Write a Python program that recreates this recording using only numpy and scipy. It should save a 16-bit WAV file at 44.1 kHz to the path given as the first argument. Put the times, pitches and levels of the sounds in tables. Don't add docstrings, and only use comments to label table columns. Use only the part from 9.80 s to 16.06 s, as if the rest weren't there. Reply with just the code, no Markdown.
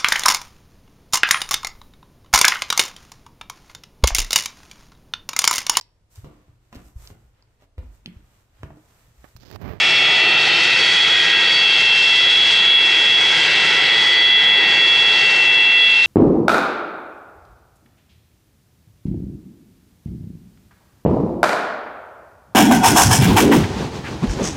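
import sys
import numpy as np
from scipy import signal
from scipy.fft import rfft, irfft, next_fast_len
from scipy.io import wavfile
from scipy.ndimage import uniform_filter1d, map_coordinates

SR = 44100
rng = np.random.default_rng(int(sys.argv[2]) if len(sys.argv) > 2 else 0)


def unload_wav(signal):
    wavfile.write(
        sys.argv[1],
        SR,
        np.round(np.clip(np.atleast_2d(signal).T, -1, 1) * 32767).astype(np.int16),
    )


N = 276066

# f/Hz, level/dB
ROAR_SPECTRUM = [(20, -33.5), (45, -26), (90, -12.5), (120, -4.5), (165, -2.5), (220, -8), (275, -8.5),
                 (335, -1), (540, 4), (670, 0.5), (900, 1), (1080, -3.5), (1400, -2.5), (2200, -44)]
RUSH_SPECTRUM = [(800, -39), (1150, -7), (1350, -6.5), (1550, -5), (1800, 0), (2100, 0), (2400, 3),
                 (2700, -1), (2950, -3), (3300, -10.5), (4200, -47)]
WAKE_SPECTRUM = [(2300, -28.5), (2950, 0.5), (3300, 3), (3600, 2.5), (3900, -1), (4250, -3.5), (4600, -6),
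                 (4900, -10.5), (5400, -28), (6500, -46)]
HISS_SPECTRUM = [(3500, -18.5), (4600, 4), (5200, 2), (5900, -1), (6400, -4.5), (7000, -8), (8000, -11),
                 (9000, -18), (10700, -23.5), (11600, -41.5), (12400, -43), (14000, -66.5)]
# t/s, level/dB
ROAR_SWELL = [(0.0, -32), (0.48, -28), (0.92, -32.5), (4.39, -31), (4.74, -29), (5.98, -30.0),
              (6.26, -33.5)]
WAKE_SWELL = [(0.0, -23.5), (1.2, -21.7), (1.52, -23.9), (2.79, -20.5), (3.31, -27), (3.79, -23.1),
              (5.02, -25.4), (5.34, -23.2), (5.78, -27), (6.26, -20)]
HISS_SWELL = [(0.0, -31.5), (0.48, -35), (0.92, -31), (1.17, -31), (1.48, -35.5), (2.19, -29.5),
              (2.79, -32.5), (2.99, -34.5), (3.07, -32), (3.65, -32), (4.51, -35.5), (4.82, -38),
              (4.98, -33), (5.5, -32), (5.9, -37.5), (6.06, -35.5), (6.26, -31)]
# t/s, f/Hz
SHAFT_SPEED = [(0, 49.88), (1.8, 49.88), (3.1, 49.95), (5.2, 50.01), (6.26, 50.01)]
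# multiple of the shaft speed, level/dB
FAINT_BLADE_TONES = [(27, -49.5), (81, -49.5), (94, -48), (107, -51), (108, -48), (121, -58), (134, -53)]
# f/Hz, level/dB
FAINT_CORE_TONES = [(1341, -41.5), (1622, -41), (2207, -35), (2444, -46), (2543, -48), (2600, -33.5),
                    (3093, -37.5), (3232, -44.5), (3784, -43.5), (3890, -45), (4414, -45), (4440, -43.5),
                    (5124, -48), (5987, -59.5), (6386, -61), (7961, -60)]
# t/s, f/Hz, half length/s, level/dB
WHISTLE_FLARES = [(0.088, 2207, 0.22, -25), (.15, 5388, 0.18, -34), (.85, 5388, .15, -34.5),
                  (0.903, 4440, 0.8, -32), (1.04, 4539, 0.093, -30), (1.535, 1622, 0.22, -30.5),
                  (1.754, 4539, 0.1, -25), (2.25, 5360, .3, -37), (3.546, 1622, 0.2, -32),
                  (3.55, 2207, .3, -29), (4.35, 4547, 0.13, -29.5), (5.002, 4551, 0.36, -32),
                  (5.44, 4510, 0.073, -28.5), (6.05, 4551, 0.16, -34)]
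# t/s, level/dB
GEAR_BEAM = [(0.0, -38.1), (1.59, -26.3), (2.39, -33), (3.07, -27), (3.51, -32), (4.86, -23.9),
             (6.02, -29.5), (6.26, -34)]
COMPRESSOR_BEAM = [(0.0, -55), (0.72, -35.8), (1.44, -27.5), (1.71, -39.2), (1.91, -21.5), (4.19, -29.5),
                   (4.55, -19.4), (4.82, -28), (6.26, -32.5)]
SECOND_STAGE_BEAM = [(0.0, -33), (0.4, -24.5), (0.56, -31.5), (1.16, -27), (1.95, -35.5), (2.07, -50),
                     (2.39, -22.4), (2.79, -36), (3.03, -27.4), (3.43, -31), (4.55, -17.9), (5.18, -27.5),
                     (5.98, -21.4), (6.26, -28)]
MIDDLE_BLADE_BEAM = [(0.0, -22.5), (0.48, -18.5), (0.68, -22.5), (0.92, -21.5), (1.08, -28), (1.4, -35),
                     (1.56, -23.5), (1.75, -26), (1.87, -17), (2.23, -15), (2.59, -22.5), (2.75, -17.9),
                     (2.91, -21.5), (2.99, -17), (3.19, -22.8), (3.31, -21), (3.43, -31), (3.62, -24.5),
                     (3.83, -23), (4.35, -35.5), (4.43, -22.6), (6.18, -10), (6.26, -13.5)]
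HIGH_BLADE_BEAM = [(0.0, -23), (0.24, -17.5), (0.92, -31.5), (1.04, -22.5), (1.32, -14.5), (1.44, -21),
                   (1.91, -15.5), (1.99, -22.5), (2.12, -16), (2.21, -25), (2.29, -16.5), (2.59, -12.9),
                   (2.75, -16), (2.95, -10.5), (3.11, -17.5), (3.43, -14), (3.67, -29.3), (4.03, -21),
                   (4.51, -12.5), (4.7, -12), (4.86, -18.5), (5.1, -11), (5.46, -20), (5.5, -28.3),
                   (5.74, -13.5), (5.9, -16.7), (6.02, -10.5), (6.14, -17.5), (6.26, -34)]
# f/Hz, level/dB
SIDE_EQ = [(25, -11.5), (60, -17), (200, -30), (500, -23), (2500, -20.5), (4500, -15), (8000, -14),
           (10000, -13.5), (12000, -23)]


def undb(db):
    return 10 ** (np.asarray(db) / 20)


def unit(x):
    return x / np.sqrt(np.mean(x ** 2))


def curve(table):
    return np.interp(np.arange(N) / SR, *np.transpose(table))


def colour(x, spectrum):
    hz, db = np.transpose(spectrum)
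    size = next_fast_len(N + SR // 10, real=True)
    bin_hz = np.maximum(np.arange(size // 2 + 1) * SR / size, 1)
    gain = undb(np.interp(np.log(bin_hz), np.log(hz), db))
    return irfft(rfft(x, size) * gain, size)[:N]


def drift(rate_hz, size=8192):
    hz = np.arange(size // 2 + 1) * SR / N
    slow = unit(irfft(rfft(rng.standard_normal(size)) / (1 + (hz / rate_hz) ** 2)))
    return np.interp(np.arange(N) / N, np.arange(size) / size, slow)


def turbulence(spectrum, flutter_db, flutter_hz):
    return unit(colour(rng.standard_normal(N), spectrum)) * undb(flutter_db * drift(flutter_hz))


def whine(hz, twinkle, skirt_db, twinkle_hz=21, skirt_hz=100):
    phase = 2 * np.pi * (np.cumsum(np.broadcast_to(hz, N)) / SR + rng.random())
    along, across = (twinkle * drift(twinkle_hz) + undb(skirt_db) * drift(skirt_hz) for _ in range(2))
    return unit((1 + along) * np.cos(phase) + across * np.sin(phase))


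def ground_echo(x, lag_ms, share):
    delayed_index = np.arange(N) - lag_ms * SR / 1000
    return unit(x - share * map_coordinates(x, [delayed_index], order=3, mode="mirror"))


def blade_buzz(shaft_hz, count=260, size=4096):
    buzz = 0
    for detune in (1, .997, .993):
        harmonics = rng.standard_normal(count) * np.exp(2j * np.pi * rng.random(count))
        turns = np.cumsum(shaft_hz * detune) / SR
        pattern = np.interp(turns % 1, np.arange(size) / size, irfft(harmonics, size))
        buzz = buzz + unit(pattern) * undb(4.4 * drift(1.5))
    return buzz


def airflow(shaft_hz):
    extra_lag, shrink_s = 0.11, 1.95
    low_share, treble_share = .45, .32
    stretch = 1 + extra_lag * np.maximum(1 - np.arange(N) / SR / shrink_s, 0)
    jostle_ms = .015 * drift(4)
    low_ms, high_ms = 1.67 * stretch + jostle_ms, 1.595 * stretch + jostle_ms
    exhaust = turbulence(ROAR_SPECTRUM, flutter_db=0.29, flutter_hz=20)
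    drone = undb(-24) * whine(116, twinkle=.4, twinkle_hz=4, skirt_db=-23.5, skirt_hz=15)
    fizz = turbulence(HISS_SPECTRUM, flutter_db=0.72, flutter_hz=24)
    buzz = undb(-4.5) * unit(colour(blade_buzz(shaft_hz), HISS_SPECTRUM))
    intake = turbulence(RUSH_SPECTRUM, flutter_db=0.79, flutter_hz=22)
    churn = turbulence(WAKE_SPECTRUM, flutter_db=1.0, flutter_hz=21)
    sizzle = (fizz + buzz) * undb(1.1 * drift(26))
    roar = undb(curve(ROAR_SWELL)) * ground_echo(exhaust + drone, low_ms, low_share)
    rush = undb(-22.5) * ground_echo(intake, low_ms, low_share)
    wakes = undb(curve(WAKE_SWELL)) * ground_echo(churn, (low_ms + high_ms) / 2, treble_share)
    hiss = undb(curve(HISS_SWELL)) * ground_echo(sizzle, high_ms, treble_share)
    return roar + rush + wakes + hiss


def faint_tones(shaft_hz):
    blades = sum(undb(db) * whine(k * shaft_hz, twinkle=0.86, twinkle_hz=1.5, skirt_db=-26, skirt_hz=30)
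                 for k, db in FAINT_BLADE_TONES)
    cores = sum(undb(db) * whine(hz, twinkle=0.78, twinkle_hz=2, skirt_db=-23, skirt_hz=30)
                for hz, db in FAINT_CORE_TONES)
    return blades + cores


def gears():
    return undb(curve(GEAR_BEAM)) * whine(1891.7, twinkle=0.18, twinkle_hz=12, skirt_db=-25, skirt_hz=60)


def whistle_flares():
    t = np.arange(N) / SR
    whistles = 0
    for peak_s, hz, half_s, db in WHISTLE_FLARES:
        swell = undb(db) * np.exp(-((t - peak_s) / half_s) ** 2)
        whistles = whistles + swell * whine(hz, twinkle=0.3, skirt_db=-15.5, skirt_hz=40)
    return whistles


def fans(shaft_hz):
    high = undb(curve(HIGH_BLADE_BEAM)) * whine(67 * shaft_hz, twinkle=0.16, skirt_db=-23)
    middle = undb(curve(MIDDLE_BLADE_BEAM)) * whine(54 * shaft_hz, twinkle=0.16, skirt_db=-17)
    second_stage = undb(curve(SECOND_STAGE_BEAM)) * whine(40 * shaft_hz, twinkle=0.17, skirt_db=-22)
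    compressor = whine(64 * shaft_hz, twinkle=0.34, skirt_db=-23.5)
    whistle = undb(-13) * whine(91 * shaft_hz, twinkle=0.34, skirt_db=-17.5)
    return high + middle + second_stage + undb(curve(COMPRESSOR_BEAM)) * (compressor + whistle)


def scene():
    shaft_hz = curve(SHAFT_SPEED)
    mid = fans(shaft_hz) + gears() + whistle_flares() + faint_tones(shaft_hz) + airflow(shaft_hz)
    side = colour(airflow(shaft_hz) + undb(-7.5) * fans(shaft_hz), SIDE_EQ)
    return np.array([mid + side, mid - side])


def record(dry):
    pivot_db, squeeze, window_s = -13, .72, .03
    ceiling, top_hz = .75, 12500
    power = uniform_filter1d(np.mean(dry ** 2, axis=0), int(window_s * SR))
    levelled = dry * (undb(pivot_db) / np.sqrt(power)) ** squeeze
    rounded = levelled / (1 + (levelled / ceiling) ** 10) ** .1
    high_cut = signal.ellip(8, .2, 70, top_hz, fs=SR, output="sos")
    return signal.sosfilt(high_cut, rounded)


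dry = scene()
out = record(dry)
unload_wav(out)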